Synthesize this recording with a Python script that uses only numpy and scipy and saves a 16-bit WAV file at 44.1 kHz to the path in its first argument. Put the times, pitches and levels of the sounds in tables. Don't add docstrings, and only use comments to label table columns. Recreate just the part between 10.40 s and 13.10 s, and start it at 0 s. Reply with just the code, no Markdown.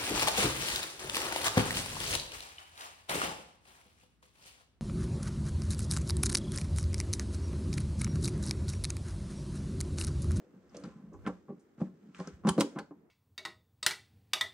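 import sys
import numpy as np
from scipy import signal
from scipy.fft import rfft, irfft, next_fast_len
from scipy.io import wavfile
from scipy.ndimage import map_coordinates

SR = 44100
rng = np.random.default_rng(int(sys.argv[2]) if len(sys.argv) > 2 else 0)


def unload_audio(sound):
    columns = np.transpose(np.atleast_2d(sound))
    steps = np.round(np.clip(columns, -1, 1) * 32767)
    wavfile.write(sys.argv[1], SR, steps.astype(np.int16))


N = 119070

DRIFT = 0.015

# start t/s, level/dB of the five mode groups from low to high,
# contact length t/s (time for the push to fade to 1/e)
KNOCKS = [(0.136, -46.5, -77, -77, -75, -71, 0.022), (0.318, -51.5, -64, -77, -59.5, -77, 0.01),
          (0.346, -48, -55, -40.5, -65, -79, 0.011), (0.369, -47.5, -45, -45.5, -58.5, -71, 0.0098),
          (0.437, -35.5, -46, -50.5, -52, -49, 0.0086), (0.451, -37, -43.5, -64, -63, -72, 0.014),
          (0.47, -40, -47, -51, -60, -60, 0.01), (0.509, -54, -61, -69, -63, -74, 0.0048),
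          (0.558, -40.5, -55, -74, -74, -86, 0.0073), (0.637, -40.5, -81, -81, -79, -79, 0.003),
          (0.722, -51, -46, -58.5, -58.5, -76, 0.027), (0.741, -67, -53, -73, -49.5, -64, 0.005),
          (0.784, -55.5, -54, -61, -65, -80, 0.0069), (0.851, -54, -46.5, -49, -60, -46, 0.0079),
          (0.8646, -29, -30.5, -40, -37, -31.5, 0.0045), (0.874, -29, -25.5, -41.5, -29.5, -37, 0.0045),
          (0.886, -39, -41, -36, -42, -64, 0.011), (0.896, -40, -58, -54, -44, -49.5, 0.0034),
          (1.083, -44.5, -50.5, -74, -52, -82, 0.0042), (1.091, -49.5, -36, -62.5, -50.5, -80, 0.013),
          (1.105, -40.5, -32, -54.5, -53, -78, 0.0025), (1.125, -40.5, -46.5, -64, -61, -88, 0.0049),
          (1.176, -46.5, -56, -68, -73, -86, 0.0069), (1.38, -41, -66, -58.5, -62.5, -59, 0.0072),
          (1.402, -37, -40, -42.5, -45, -69, 0.011), (1.416, -20, -26.5, -31.5, -38, -63, 0.004),
          (1.458, -66, -42, -56.5, -62, -67, 0.015), (1.623, -49.5, -63, -81, -82, -76, 0.015),
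          (1.664, -48, -53.5, -82, -90, -86, 0.013), (1.688, -47.5, -58, -81, -82, -75, 0.0057),
          (1.747, -74, -72, -70, -70, -53, 0.006), (1.792, -38.5, -38, -45.5, -44.5, -47.5, 0.0015),
          (1.803, -33.5, -34, -35, -35.5, -42, 0.0021), (1.874, -37.5, -38.5, -44, -65.5, -46.5, 0.0041),
          (1.893, -43, -44, -72, -63, -69, 0.0034), (2.037, -42, -44, -57.5, -46.5, -57.5, 0.0065),
          (2.0496, -20, -28.5, -36.5, -31.5, -50.5, 0.018), (2.071, -46, -37, -30, -25.5, -30.5, 0.002),
          (2.078, -17, -21, -30, -29.5, -29.5, 0.0046), (2.09, -41.5, -48.5, -43, -19, -25.5, 0.0035),
          (2.166, -30, -39.5, -52.5, -51, -60.5, 0.007), (2.18, -34.5, -24.5, -21.5, -31, -42.5, 0.014),
          (2.184, -16.5, -15, -28, -33, -41.5, 0.008), (2.208, -29.5, -20, -27.5, -26.5, -38, 0.007),
          (2.218, -48.5, -36.5, -37, -24.5, -40, 0.0031), (2.246, -70.5, -29, -63, -72.5, -73, 0.0046),
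          (2.36, -30.5, -33, -50.5, -37.5, -46.5, 0.02), (2.387, -50, -42, -37, -38, -32.5, 0.0055),
          (2.409, -69, -50, -50, -65, -61, 0.0093), (2.509, -53.5, -40.5, -60.5, -48, -74.5, 0.006)]
FIRST_TOUCH = [20, 14.3, 14, 8.8, 7.8]
PUSH_RISE_S = 0.0053
TOUCH_GROWS = 0.28
SCATTER_DB = 2.5


def knocks():
    out = np.zeros(N + SR)
    t = np.arange(3000) / SR
    for start, *levels, length in KNOCKS:
        push_shape = np.exp(-t / length) * (1 - np.exp(-t / PUSH_RISE_S))
        push = rng.standard_normal((5, len(t))) * push_shape
        push[:, 0] -= np.array(FIRST_TOUCH) * amp(TOUCH_GROWS * (max(levels) + 14))
        rung = signal.fftconvolve(push, mode_groups(SCATTER_DB, DRIFT), axes=1)
        rung /= np.abs(rung).max(1, keepdims=True)
        knock = amp(levels) @ rung
        out[round(start * SR):][:len(knock)] += knock
    return out[:N]


# t/s, level/dB of low, middle and high modes (all lowered 9 dB below)
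GRIP = [(0.0, -81, -46.5, -68), (0.1, -53, -62, -75.5), (0.32, -60, -62, -70), (0.43, -52, -44.5, -60),
        (0.54, -45, -67.5, -61), (0.74, -51.5, -57, -70.5), (0.86, -46, -52.5, -61),
        (0.96, -58, -67, -71.5), (1.18, -59, -65.5, -99), (1.42, -73, -86, -80), (1.55, -49, -65, -102),
        (1.85, -46.5, -74.5, -49.5), (2.0, -46.5, -62, -75.5), (2.1, -56.5, -52, -63.5),
        (2.24, -66.5, -43, -75), (2.35, -68.5, -49, -80), (2.53, -55.5, -75, -80), (2.7, -64, -99, -96.5)]
# level/dB per unit of the wobble, one row per mode group
LUMPS_DB = [
    [5],
    [3],
    [2],
    [1],
    [1],
]


def grip():
    lumps = amp(np.array(LUMPS_DB) * wobble(25.65))
    shaking = rng.standard_normal((5, N)) * lumps
    rung = signal.fftconvolve(shaking, mode_groups(0, 0), axes=1)[:, :N]
    layers = [rung[0], rung[1] + 0.94 * rung[2], rung[3] + rung[4]]
    return sum(amp(curve(GRIP, column=k + 1) - 9) * unit(x) for k, x in enumerate(layers))


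# f/Hz, level/dB, t60 t/s (time to fade by 60 dB)
BOARD = [(173, -15, 0.11), (182.55, 1.5, 0.12), (208.4, -1, 0.087), (235.5, -0.5, 0.072),
         (288.2, 5.5, 0.089), (323.8, -0.5, 0.079), (383.7, 0.5, 0.085), (467, -8.5, 0.032),
         (498.2, 0, 0.088), (545.5, -6.5, 0.086), (616, -17.5, 0.15), (814.7, 4.5, 0.078), (911, -3, 0.092),
         (1035.8, 8.5, 0.047), (1117, -1, 0.075), (1349, 4.5, 0.028), (1525, -1, 0.042),
         (1718, -10.5, 0.048), (2027, -4.5, 0.016), (2150, -15.5, 0.018), (2566, -12.5, 0.018)]
LOW_HZ, MID_HZ, HIGH_HZ, TOP_MODES_HZ = 225, 430, 700, 1250


def mode_groups(scatter_db, drift):
    edges = [0, LOW_HZ, MID_HZ, HIGH_HZ, TOP_MODES_HZ, SR]
    groups = []
    for low, high in zip(edges, edges[1:]):
        modes = [mode for mode in BOARD if low <= mode[0] < high]
        groups.append(ring(modes, scatter_db, drift))
    return np.array(groups)


SOFT_CYCLES = 0.3


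def ring(modes, scatter_db, drift):
    t = np.arange(SR // 4) / SR
    hz, db, t60 = np.transpose(modes)[:, :, None]
    db = db + scatter_db * rng.standard_normal(db.shape)
    hz = hz * (1 + drift * rng.standard_normal(hz.shape))
    swell = 1 - np.exp(-t * hz / SOFT_CYCLES)
    waves = amp(db - 60 * t / t60) * np.sin(2 * np.pi * hz * t) * swell
    return waves.sum(0) / np.linalg.norm(amp(db))


BASS_CUT_HZ = 149.7


def board():
    bass_cut = signal.butter(4, BASS_CUT_HZ, "high", fs=SR, output="sos")
    return signal.sosfilt(bass_cut, knocks() + grip())


# start t/s, level/dB before the tone colour, centre f/Hz,
# sharpness Q [ratio], rattle t60 t/s, left over right level/dB
CLICKS = [(0.2944, -61.5, 5400, 4.9, .05, -5), (0.3448, -52, 3070, 0.99, 0.13, 1),
          (0.367, -39.5, 6200, 3.7, 0.032, -3.5), (0.399, -55, 9100, 3.7, 0.048, 0),
          (0.437, -45, 4900, 1.9, 0.034, 5), (0.451, -54.5, 3470, 0.59, 0.088, 8),
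          (0.7312, -60.5, 6600, 5.4, 0.16, 1), (0.8627, -44, 2100, 1.2, 0.044, 10),
          (0.871, -43, 3030, 0.21, 0.071, -3), (1.194, -63.5, 7500, 2.2, 0.17, 0),
          (1.404, -62, 3000, 0.53, 0.036, 3), (1.4097, -62, 3500, 0.4, 0.061, 6.5),
          (1.7469, -45.5, 2600, 2.6, 0.0086, 1), (1.788, -53, 6820, 0.27, 0.023, -8),
          (1.798, -45, 4630, 1.4, 0.052, 2), (1.8732, -39, 5900, 4.2, 0.014, 5),
          (1.883, -52.5, 5270, 0.87, 0.053, -1), (2.0706, -33.5, 4800, 0.76, 0.14, -4),
          (2.086, -28.5, 4500, 2, 0.058, 11), (2.0901, -18, 8870, 3.7, 0.027, -2),
          (2.09, -25, 3115, 7.5, 0.028, 1.5), (2.178, -40, 4900, 0.33, 0.34, 2),
          (2.189, -40, 4200, 20, 0.17, -4), (2.199, -35, 7000, 1.6, 0.061, -22),
          (2.2067, -15, 7310, 0.23, 0.04, 1.5), (2.21, -26.5, 3370, 1.5, 0.021, -1),
          (2.221, -49, 7040, 0.33, 0.023, -13.5), (2.251, -51, 7200, 25, 0.087, 16),
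          (2.387, -37, 4500, 0.57, 0.043, 1), (2.39, -47, 4400, 13, 0.1, 2)]
# f/Hz, level/dB
CLICK_COLOUR = [(200, -61), (1000, 6.5), (2500, -1.5), (10000, -8.5), (12000, -20.5), (15500, -20)]
CLICK_RISE_S = 0.00062
CLICK_ALIKE = 0.82


def fittings():
    out = np.zeros((2, N + SR))
    t = np.arange(SR // 4) / SR
    for start, db, hz, q, t60, pan_db in CLICKS:
        rattle = rng.standard_normal((2, len(t))) * amp(-60 * t / t60) * (1 - np.exp(-t / CLICK_RISE_S))
        rattle[1] = CLICK_ALIKE * rattle[0] + np.sqrt(1 - CLICK_ALIKE ** 2) * rattle[1]
        click = resonant_click(rattle, db, hz, q) + steel_ring(rattle, db)
        sides = amp([[db + pan_db / 2], [db - pan_db / 2]])
        out[:, round(start * SR):][:, :len(t)] += sides * click
    return filtered(out[:, :N], lambda hz: amp(along(CLICK_COLOUR, hz)))


EDGE_HZ, EDGE_OCT_PER_DB = 16000, 0.02


def resonant_click(rattle, db, hz, q):
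    f = np.fft.rfftfreq(rattle.shape[1], 1 / SR)
    width = 1.63 * hz / max(q, 0.3)
    resonance = 1j * f * width / (hz * hz - f * f + 1j * f * width)
    edge = EDGE_HZ * 2 ** (EDGE_OCT_PER_DB * (db + 25.0))
    dulling = 1 + 1j * (f / edge) ** 3
    click = irfft(rfft(rattle) * resonance ** 2 / dulling, rattle.shape[1])
    return click / np.sqrt(np.mean(click[:, :200] ** 2)) / 2


# f/Hz, level/dB, t60 t/s
STEEL = [(3060, -2, .06), (4370, -4, .06), (5300, -8, .06), (6490, -5, .05), (7050, -3, .09),
         (8700, -6, .05), (9500, -8, .05)]
STEEL_DB, STEEL_GROWS = -16, 0.13


def steel_ring(rattle, db):
    tones = ring(STEEL, 4, DRIFT)[None]
    steel = signal.fftconvolve(rattle, tones, axes=1)[:, :rattle.shape[1]]
    return amp(STEEL_DB + STEEL_GROWS * (db + 25.5)) * steel / np.linalg.norm(rattle[0])


# t/s, level/dB (lowered 3.5 dB below)
RUSTLE = [(0, -70.5), (.1, -76), (.29, -73), (.35, -64), (.47, -62), (.62, -74.5), (.72, -76), (.75, -77),
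          (.84, -70), (.9, -63.5), (1.05, -76.5), (1.37, -77), (1.41, -60), (1.52, -76.5), (1.74, -72),
          (1.752, -55.5), (1.83, -55.5), (1.9, -60.5), (2.03, -76), (2.07, -56.5), (2.2, -64.5),
          (2.35, -65.5), (2.5, -78.5), (2.7, -85)]
# f/Hz, level/dB
SKIN = [(700, -16), (1300, 5), (2500, -4.5), (4200, -10), (6500, -9.5), (8500, -13.5), (11000, -46),
        (15000, -38.5)]
GRAIN_DB = 1.5


def rustle():
    skin = hiss(SKIN, [(1000, 0.458), (8000, 0.13)])
    return amp(curve(RUSTLE) - 3.5) * unit(amp(GRAIN_DB * wobble(450)) * skin)


# t/s, level/dB
THUD = [(0.0, -81.5), (0.5, -63), (0.61, -76), (0.65, -69.5), (0.82, -55), (0.85, -56), (0.89, -55.5),
        (1.04, -76), (1.33, -92.5), (1.42, -53.5), (1.54, -78.5), (1.75, -90), (1.8, -64.5), (1.89, -75),
        (1.95, -51), (1.99, -75), (2.11, -44), (2.16, -80), (2.22, -83.5), (2.32, -90), (2.38, -60),
        (2.44, -76.5), (2.68, -80), (2.7, -97)]
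# f/Hz, level/dB
RUMBLE = [(25, -38), (48, -30), (65, -7.5), (100, -9), (135, -22), (200, -64.5)]


def bench_rumble():
    return amp(curve(THUD)) * hiss(RUMBLE, [(60, 0.11)])


# f/Hz, t60 t/s
ROOM = [(150, 0.33), (600, 0.3), (2000, 0.23), (6000, 0.29), (14000, 0.15)]


def room(x):
    out = np.zeros((2, N + SR))
    step = SR // 5
    for start in range(0, N, step):
        hz, t, cells = signal.stft(rng.standard_normal((2, SR // 2)), SR, nperseg=256)
        fade = amp(-60 * t / along(ROOM, hz)[:, None])
        tail = signal.istft(cells * fade, SR, nperseg=256)[1]
        tail /= np.linalg.norm(tail[0])
        wet = signal.fftconvolve(x[:, start:start + step], tail, axes=1)
        out[:, start + 200:][:, :wet.shape[1]] += wet
    return out[:, :N]


BOARD_WET_DB, WIDE_HZ = -13, 700


def board_echo(dry_board):
    echo = room(amp(BOARD_WET_DB) * dry_board)
    middle = echo.mean(0)
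    return middle + filtered(echo - middle, lambda hz: hz / (hz + WIDE_HZ))


# f/Hz, level/dB per Hz (relative)
FLOOR = [(18, -63), (30, -44.5), (77, -14), (342, 1), (456, -3.5), (506, -14.5), (832, -16), (1970, -28),
         (2700, -38), (5910, -51), (6740, -48.5), (15600, -40)]
# f/Hz, likeness [1 = the same]
ALIKE = [(60, 0.14), (200, 1), (1000, 0.088), (4000, 0.18), (12000, 0.17)]
FLOOR_DB = -65.5


def background_floor():
    return amp(FLOOR_DB + wobble(24.0)) * hiss(FLOOR, ALIKE)


def hiss(spectrum, alike):
    def turn(hz):
        return np.arccos(np.clip(along(alike, hz), -1, 1)) / 2

    def response(hz):
        return amp(along(spectrum, hz)) * [np.cos(turn(hz)), np.sin(turn(hz))]

    mid, side = filtered(rng.standard_normal((2, N)), response)
    return unit(np.array([mid + side, mid - side]))


MOST_TURN = 1.2
RIGHT_TREBLE_DB, TREBLE_HZ = 1.5, 7000


def lagged(x, lag_s):
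    side = np.array([[1], [-1]]) / 2

    def response(hz):
        phase = MOST_TURN * np.tanh(2 * np.pi * hz * lag_s / MOST_TURN)
        treble_db = RIGHT_TREBLE_DB * hz ** 2 / (hz ** 2 + TREBLE_HZ ** 2)
        return np.exp(-1j * side * phase) * amp(-side * treble_db)

    return filtered(x, response)


def amp(db):
    return 10 ** (np.asarray(db) / 20)


def unit(x):
    return x / np.sqrt(np.mean(x ** 2) + 1e-20)


def along(points, hz):
    f, v = np.transpose(points)
    return np.interp(np.log(hz + 1), np.log(f + 1), v)


def curve(rows, column=1):
    table = np.array(rows)
    return np.interp(np.arange(N) / SR, table[:, 0], table[:, column])


def wobble(rate):
    knots = rng.standard_normal(int(N * rate / SR) + 4)
    return map_coordinates(knots, [np.arange(N) * rate / SR])


def filtered(x, response):
    m = next_fast_len(N + SR // 2)
    return irfft(rfft(x, m) * response(np.fft.rfftfreq(m, 1 / SR)), m)[..., :N]


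BOARD_LAG_S, CLICK_LAG_S = 0.000045, 0.00006
CLICK_WET_DB = -13.5


def scene():
    board_sound = np.tile(board(), (2, 1))
    metal = fittings()
    board_part = lagged(board_sound + board_echo(board_sound), BOARD_LAG_S)
    bright_part = lagged(metal + rustle() + background_floor(), CLICK_LAG_S)
    click_echo = room(amp(CLICK_WET_DB) * metal)
    return board_part + bright_part + click_echo + bench_rumble()


TOP_HZ = 15725


def record(dry):
    return filtered(dry, lambda hz: hz < TOP_HZ)


dry = scene()
out = record(dry)
unload_audio(out)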